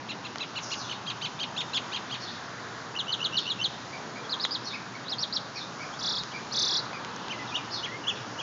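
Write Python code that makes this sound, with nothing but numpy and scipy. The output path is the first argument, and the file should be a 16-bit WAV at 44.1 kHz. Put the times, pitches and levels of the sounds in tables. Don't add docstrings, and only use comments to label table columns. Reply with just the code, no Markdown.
import sys
import numpy as np
from scipy import signal
from scipy.fft import rfft, irfft
from scipy.io import wavfile
from scipy.ndimage import uniform_filter1d

SR = 44100
rng = np.random.default_rng(int(sys.argv[2]) if len(sys.argv) > 2 else 0)


def output_pcm(signal):
    pcm = np.clip(np.atleast_2d(signal).T, -1, 1) * 32767
    wavfile.write(sys.argv[1], SR, np.round(pcm).astype(np.int16))


N = 371322
T = np.arange(N) / SR
TOP_HZ = 6780
PLAIN = [(1, 0), (2, -13.5)]
# f/Hz, level/dB
THROAT = [(1800, -2), (2500, -2), (3500, -1.5), (4000, -1), (4800, 1), (5400, -4.5), (6000, -2.5),
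          (7000, -9.5), (8200, -13.5)]


def undb(db):
    return 10 ** (np.asarray(db) / 20)


def unit(x):
    return x / np.sqrt(np.mean(x ** 2))


def colour(table, hz):
    table_hz, table_db = np.transpose(table)
    return np.interp(np.log(hz), np.log(table_hz), table_db)


def walk(rate_hz):
    k = max(int(SR / rate_hz), 1)
    steps = np.repeat(rng.standard_normal(N // k + 1), k)
    return unit(uniform_filter1d(uniform_filter1d(steps, k), k)[:N])


def band(lo_hz, hi_hz):
    sos = signal.butter(2, [lo_hz, hi_hz], "band", fs=SR, output="sos")
    return unit(signal.sosfilt(sos, rng.standard_normal(N)))


def echoes(x, near_db, near_t60_s, far_db, far_t60_s):
    t = T[:SR]
    leaves, houses = rng.standard_normal((2, SR)) * np.clip(t / 0.0007, 0, 1)
    leaves = leaves * undb(-60 * t / near_t60_s)
    houses = houses * undb(-60 * t / far_t60_s)
    room = undb(near_db) * leaves / np.linalg.norm(leaves) + undb(far_db) * houses / np.linalg.norm(houses)
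    return signal.fftconvolve(x, room)[:N]


def sing(out, rows, partials, throat, shake, rough, fade_s=0.0011):
    # pitch/Hz, throb rate/Hz
    throb_rates = [(3100, 90), (4200, 210)]
    pitch_shake, throb_shake = shake
    s, hz, db = np.transpose(rows)
    i = np.arange(int(s[0] * SR), min(int(s[-1] * SR), N))
    hz = np.interp(T[i], s, hz)
    throb_hz = np.interp(hz, *np.transpose(throb_rates)) * (1 + .15 * throb_shake[i])
    beat = 2 * np.pi * np.cumsum(throb_hz) / SR
    throb = 1 - np.clip(1.3 * rough, 0, 1) * (1 + np.cos(beat)) / 2
    edge = np.clip(np.minimum(T[i] - s[0], s[-1] - T[i]) / fade_s, 0, 1)
    gain = np.sqrt(2) * undb(np.interp(T[i], s, db)) * throb * edge
    phase = 2 * np.pi * np.cumsum(hz * (1 + .04 * rough * pitch_shake[i])) / SR
    for multiple, part_db in partials:
        out[i] += gain * undb(part_db + colour(throat, multiple * hz)) * np.sin(multiple * phase)


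def glide(s, ms, hz0, hz1, db, loudest, ends_db):
    u = np.linspace(0, 1, num=9)
    return np.c_[s + u * ms / 1000, hz0 + (hz1 - hz0) * u ** .8, db + ends_db * (2 * (u - loudest)) ** 2]


def traffic():
    # f/Hz, level/dB
    density = [(18, -55.5), (30, -36), (65, -20), (98, -7.5), (123, 0), (250, -0.5), (532, -5), (984, -0.5),
               (1660, -5.5), (2240, -13.5), (3780, -14), (5570, -15.5), (7000, -19.5), (9100, -52),
               (15400, -120)]
    # t/s, level/dB
    rush_level = [(0.0, -43), (1.43, -41), (1.76, -40.5), (5.09, -42), (7.29, -39.5), (7.76, -40.5),
                  (8.42, -40.5)]
    hz = np.maximum(np.arange(N // 2 + 1) * SR / N, 1)
    spectrum = rfft(rng.standard_normal(N)) * undb(colour(density, np.minimum(hz, TOP_HZ)))
    rush = 0
    for centre_hz in 30 * 2 ** np.arange(0, 8.5, .5):
        share = np.clip(1 - 2 * np.abs(np.log2(hz / centre_hz)), 0, 1)
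        rush = rush + irfft(spectrum * share, N) * undb(1.29 * walk(2.997) + 0.54 * walk(14))
    middle = signal.sosfilt(signal.butter(4, [300, 1800], "band", fs=SR, output="sos"), rush)
    return rush / np.std(middle) * undb(np.interp(T, *np.transpose(rush_level)))


def rumble():
    # t/s, level/dB
    rumble_level = [(0.0, -76), (0.14, -78), (5.25, -75.5), (6.19, -63.5), (6.82, -75), (7.55, -68),
                    (8.35, -74), (8.42, -67)]
    return band(50, 80) * undb(np.interp(T, *np.transpose(rumble_level)))


def hum():
    mean_hz, mean_db = 117.5, -58
    phase = 2 * np.pi * np.cumsum(mean_hz + 2.67 * walk(9)) / SR
    return np.sqrt(2) * undb(mean_db + 1.9 * walk(8.6)) * np.sin(phase)


def ticks():
    # (decay rate is 1.5 times this, per s)
    tick_rows = [(0.3583, -15.5, 1000, 1700), (0.3838, -18.5, 4500, 2500), (4.451, -8, 1490, 3000),
                 (6.2355, -15, 4400, 5000), (6.9309, -20.5, 900, 800), (7.0483, -15, 2500, 5000),
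                 (7.1628, -24, 6000, 2500), (7.2836, -21, 3300, 2200)]
    out, t = np.zeros(N), T[:400]
    for s, db, hz, damping_hz in tick_rows:
        i = int(s * SR)
        out[i:i + len(t)] += undb(db) * np.exp(-1.5 * t * damping_hz) * np.cos(2 * np.pi * hz * t)
    out = signal.sosfilt(signal.butter(2, 350, "high", fs=SR, output="sos"), out)
    return out + echoes(out, -8, .012, -18, .2)


def low_chirps(shake):
    # t/s, length/ms, held f/Hz, level before throat/dB
    chirps = [(3.927, 28, 2380, -36), (4.155, 30, 2305, -38), (4.73, 33.4, 2465, -32.5),
              (4.945, 26, 2254, -38), (5.554, 29, 2440, -37), (5.795, 56, 2330, -37.5),
              (6.334, 34, 2464, -34.5), (6.928, 42, 2440, -38)]
    chirp_shape = [(-.3, .85, -17), (0, .94, -9), (.3, 1., 0), (.65, 1., -1), (1, .83, -5)]
    out = np.zeros(N)
    part, ratio, shape_db = np.transpose(chirp_shape)
    for s, ms, hz, db in chirps:
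        rows = np.c_[s + part * ms / 1000, hz * ratio, db + shape_db]
        sing(out, rows, [(1, 0), (2, -12)], THROAT, shake, .6)
    return out + echoes(out, -.5, .18, -4, .6)


def far_bird(shake):
    far_chirps = [(0.784, -39.5), (2.214, -41), (2.31, -45), (3.37, -38.5), (4.651, -36.5), (5.555, -34.5),
                  (7.724, -32.5)]
    far_shape = [(-22, 4200, -17), (0, 5650, -1), (8, 4550, -6), (23, 4250, 0), (36, 4000, -7),
                 (52, 3800, -3), (70, 3400, -7), (82, 3700, -9)]
    # length/ms, start f/Hz, end f/Hz, level/dB
    upper_voice = (45, 5501.5, 4997, -6)
    # t/s, length/ms, start f/Hz, end f/Hz, level before throat/dB
    far_calls = [(0.589, 320, 6610, 5950, -47.5), (.62, 140, 5700, 4940, -45), (.85, 110, 3800, 3710, -45),
                 (2.25, 130, 4110, 3620, -48.5), (3.41, 64, 4230, 3600, -43), (7.759, 50, 4290, 3970, -44),
                 (8.15, 77, 3640, 2526, -48.5)]
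    chirps, slides = np.zeros(N), np.zeros(N)
    ms, hz, shape_db = np.transpose(far_shape)
    *upper_glide, upper_db = upper_voice
    slide_rows = [glide(*call, .3, -4) for call in far_calls]
    for s, db in far_chirps:
        rows = np.c_[s + ms / 1000, hz, db + shape_db]
        sing(chirps, rows, [(1, 0)], THROAT, shake, .75, fade_s=.003)
        slide_rows.append(glide(s, *upper_glide, db + upper_db, .3, -4))
    for rows in slide_rows:
        sing(slides, rows, [(1, 0)], THROAT, shake, 0, fade_s=.006)
    slides = slides * (.4 + .9 * walk(2000))
    out = (chirps + slides) * undb(2.5 * walk(90))
    return out + echoes(out, 0.92, 0.098, -0.5, .45)


def other_birds():
    shake = walk(300), walk(60)
    return low_chirps(shake) + far_bird(shake)


def arch(s, rise_ms, hold_ms, fall_ms, hz0, drift_hz, db):
    rise_shape = [(-1, .7, -9), (-.5, .82, -6.5), (0, 1., 1.5)]
    fall_shape = [(0, .985, 1.5), (.22, .95, .8), (.62, .69, -1.5), (1, .44, -7)]
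    hz1 = hz0 + drift_hz
    up = [(s + part * rise_ms / 1000, hz0 * ratio, db + part_db) for part, ratio, part_db in rise_shape]
    dome = [(s + hold_ms / 2000, 1.025 * (hz0 + hz1) / 2, db)]
    down = [(s + (hold_ms + part * fall_ms) / 1000, hz1 * ratio, db + part_db)
            for part, ratio, part_db in fall_shape]
    return up + dome + down


def arches(out, shake):
    arch_rows = [(.094, 11, 9.1, 30, 2710, 46, -36.5, -.6), (.25, 11, 7.7, 20.5, 2705, 58, -38.5, -2),
                 (0.409, 14, 10.5, 27, 2666, 42.5, -36, 2), (0.562, 10.3, 11, 30, 2914, -60.5, -34, -2.5),
                 (.718, 14, 11, 22, 2830, 40, -33.5, -2), (.898, 8, 12.4, 31, 3090, 61, -34, -9.5),
                 (1.075, 13.2, 17, 30, 3190, 32, -34, 2.5), (1.227, 16, 15.5, 33, 3090, 81, -32, 1),
                 (1.407, 18, 16, 26, 3156, 70, -32, 2.5), (1.581, 18.6, 18.8, 23.5, 3525, 235.5, -29, -1),
                 (1.749, 17, 15.3, 21, 3540, -230, -27.5, 3.5),
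                 (1.938, 22.5, 13.8, 30, 3113, 100, -32.5, 0.8),
                 (2.118, 21.5, 13.6, 34, 3110, 130, -35.5, 1.1)]
    # f/Hz, level/dB
    arch_throat = [(1700, -19), (2200, -7), (2800, -1.5), (3600, 0), (4250, -3), (4800, -16), (5500, -20),
                   (6500, -10), (8000, -16)]
    high_db = -4.5
    for *shape, upper_db in arch_rows:
        partials = [(1, 0), (3 / 2, upper_db), (2, high_db), (5 / 2, high_db)]
        sing(out, arch(*shape), partials, arch_throat, shake, .25)


def sweep(out, shake, *note):
    sing(out, glide(*note, 0.51, -10.0), PLAIN, THROAT, shake, .1)


def low_pairs(out, shake):
    pairs = [(2.987, 34, -28.5, 4500, 2800, -26), (3.121, 50, -28.5, 4800, 2840, -24),
             (3.242, 47, -28, 4730, 2800, -23.5), (3.367, 41, -26.5, 4750, 2900, -21),
             (3.498, 41, -27.5, 4480, 3100, -24.5), (3.638, 45, -24.5, 4740, 2960, -22)]
    buzz_hz, climb_hz_per_ms, gap_ms, sweep_ms = 2661, 9, 4.5, 28
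    for s, ms, buzz_db, *fall in pairs:
        start_s, top_hz = s - (ms + gap_ms) / 1000, buzz_hz + climb_hz_per_ms * ms
        sing(out, glide(start_s, ms, buzz_hz, top_hz, buzz_db, 0.66, -8), PLAIN, THROAT, shake, 0.67)
        sweep(out, shake, s, sweep_ms, *fall)


def high_pairs(out, shake):
    pairs = [(4.316, 23, 3750, 5150, 32, 4740, -33.5, -26), (4.434, 37, 3780, 5390, 25, 4710, -29.5, -24),
             (4.543, 35, 4410, 5220, 22, 4960, -29.5, -27.5),
             (5.115, 34, 3730, 5390, 27, 4630, -32.5, -27.5), (5.223, 40, 4140, 5930, 22, 5240, -29, -24.5),
             (5.358, 33, 4040, 5800, 19, 5200, -27, -24)]
    sweep_end_hz = 3085
    for s, ms, hz0, top_hz, sweep_ms, sweep_hz, buzz_db, sweep_db in pairs:
        sing(out, glide(s - ms / 1000, ms, hz0, top_hz, buzz_db, 0.62, 1), PLAIN, THROAT, shake, .8)
        sweep(out, shake, s, sweep_ms, sweep_hz, sweep_end_hz, sweep_db)


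def soft_notes(out, shake):
    # t/s, length/ms, start f/Hz, end f/Hz (both sound 1 % lower), level before throat/dB, roughness 0-1
    notes = [(4.24, 35, 3300, 3480, -44.5, 0.8), (5.051, 41, 3900, 3650, -41.5, .9),
             (5.925, 42, 3200, 3900, -41, .8), (6.315, 17, 2820, 3350, -42, .3),
             (6.51, 21, 4150, 4550, -39, .4), (7.388, 55, 2030, 2020, -37.5, .2),
             (7.472, 45, 3950, 3400, -40, .7), (7.52, 14, 2500, 2490, -39, .15),
             (7.876, 44, 1950, 1990, -36.5, 0.2), (7.918, 53, 2060, 2174, -40, 0.25),
             (8.036, 19, 3000, 2670, -38, .15)]
    for *note, rough in notes:
        sing(out, glide(*note, .4, -4), [(0.99, 0)], THROAT, shake, rough)


def trill(s, swing_ms, crest0_hz, crest1_hz, trough_hz, db, loudest, start_db, end_db, count):
    upstroke_ms, upstroke_hz, closing_lift_hz = 12, 4330, 457
    pitch_stray, level_stray_db = .018, 1.5
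    turns = np.arange(-upstroke_ms / swing_ms, count - .15, 1 / 24)
    part = np.clip(turns / count, 0, 1)
    height = np.minimum(1.12 * np.abs(2 * (turns % 1) ** .92 - 1) ** 1.9, 1)
    low_hz = trough_hz + closing_lift_hz * np.clip(turns - count + 1.5, 0, 1)
    hz = low_hz + (crest0_hz + (crest1_hz - crest0_hz) * part - low_hz) * height
    leap_hz = crest0_hz + (crest0_hz - upstroke_hz) * turns * swing_ms / upstroke_ms
    hz = np.where(turns < 0, leap_hz, hz)
    swell_db = np.where(part < loudest, start_db * (1 - part / loudest) ** 2,
                        end_db * ((part - loudest) / (1 - loudest)) ** 2)
    time_s = s + turns * swing_ms / 1000
    i = (time_s * SR).astype(int)
    return np.c_[time_s, hz * (1 + pitch_stray * walk(30)[i]), db + swell_db + level_stray_db * walk(45)[i]]


def trills(out, shake):
    trill_rows = [(6.003, 31, 6130, 5080, 3365, -29, 0.67, -7.5, -9),
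                  (6.535, 29.7, 6265, 5770, 3413, -25, 0.48, -6.5, -5)]
    swings = (7, 9)
    for row, count in zip(trill_rows, swings):
        sing(out, trill(*row, count=count), PLAIN, THROAT, shake, .1)


def whistle(s, hz0, peak_hz, hz1, knee, rise_db, peak_db, fall_db, tail_ms):
    fall_shape = [(5, 0.22, -0.5), (11.04, 0.69, -2), (21.1, 1, -11)]
    climb_ms, knee_ms, start_db, tail_db = 24, 9.57, -12, -5
    up = [(s - climb_ms / 1000, hz0, rise_db + start_db),
          (s - knee_ms / 1000, hz0 + knee * (peak_hz - hz0), rise_db),
          (s, peak_hz, peak_db)]
    down = [(s + ms / 1000, peak_hz + part * (hz1 - peak_hz), fall_db + db) for ms, part, db in fall_shape]
    end_s, _, end_db = down[-1]
    return up + down + [(end_s + tail_ms / 1000, hz1, end_db + tail_db)]


def whistles(out, shake):
    whistle_rows = [(7.315, 2470, 3170, 2040, .5, -34, -30, -32, 24),
                    (7.565, 2710, 3810, 2410, 0.21, -23, -30, -31, 28),
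                    (7.85, 2785, 3410, 1910, 0.44, -29.5, -31, -33, 12),
                    (8.091, 2750, 3530, 2590, .65, -23.5, -25, -24, 17),
                    (8.402, 2770, 3320, 2200, .4, -35, -32, -36, 5)]
    for row in whistle_rows:
        sing(out, whistle(*row), PLAIN, THROAT, shake, .15)


def mockingbird():
    # delay/ms, level/dB
    branches = [(2.4, -14.5), (3.7, -7), (5.3, -20.5), (11.3, -18), (13.8, -17)]
    out, shake = np.zeros(N), (walk(420), walk(60))
    for phrase in (arches, low_pairs, high_pairs, soft_notes, trills, whistles):
        phrase(out, shake)
    limbs = sum(undb(db) * np.roll(out, int(ms * SR / 1000)) for ms, db in branches)
    return out + limbs + echoes(out, -6.5, 0.086, -12.5, 0.64)


def scene():
    street = traffic() + rumble() + hum()
    return (street + ticks() + other_birds() + mockingbird())[None]


def record(dry):
    edge_hz = 9150
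    shelf = signal.ellip(5, .5, 35, TOP_HZ, fs=SR, output="sos")
    edge = signal.ellip(8, .5, 60, edge_hz, fs=SR, output="sos")
    return signal.sosfilt(np.vstack([shelf, edge]), dry)


dry = scene()
out = record(dry)
output_pcm(out)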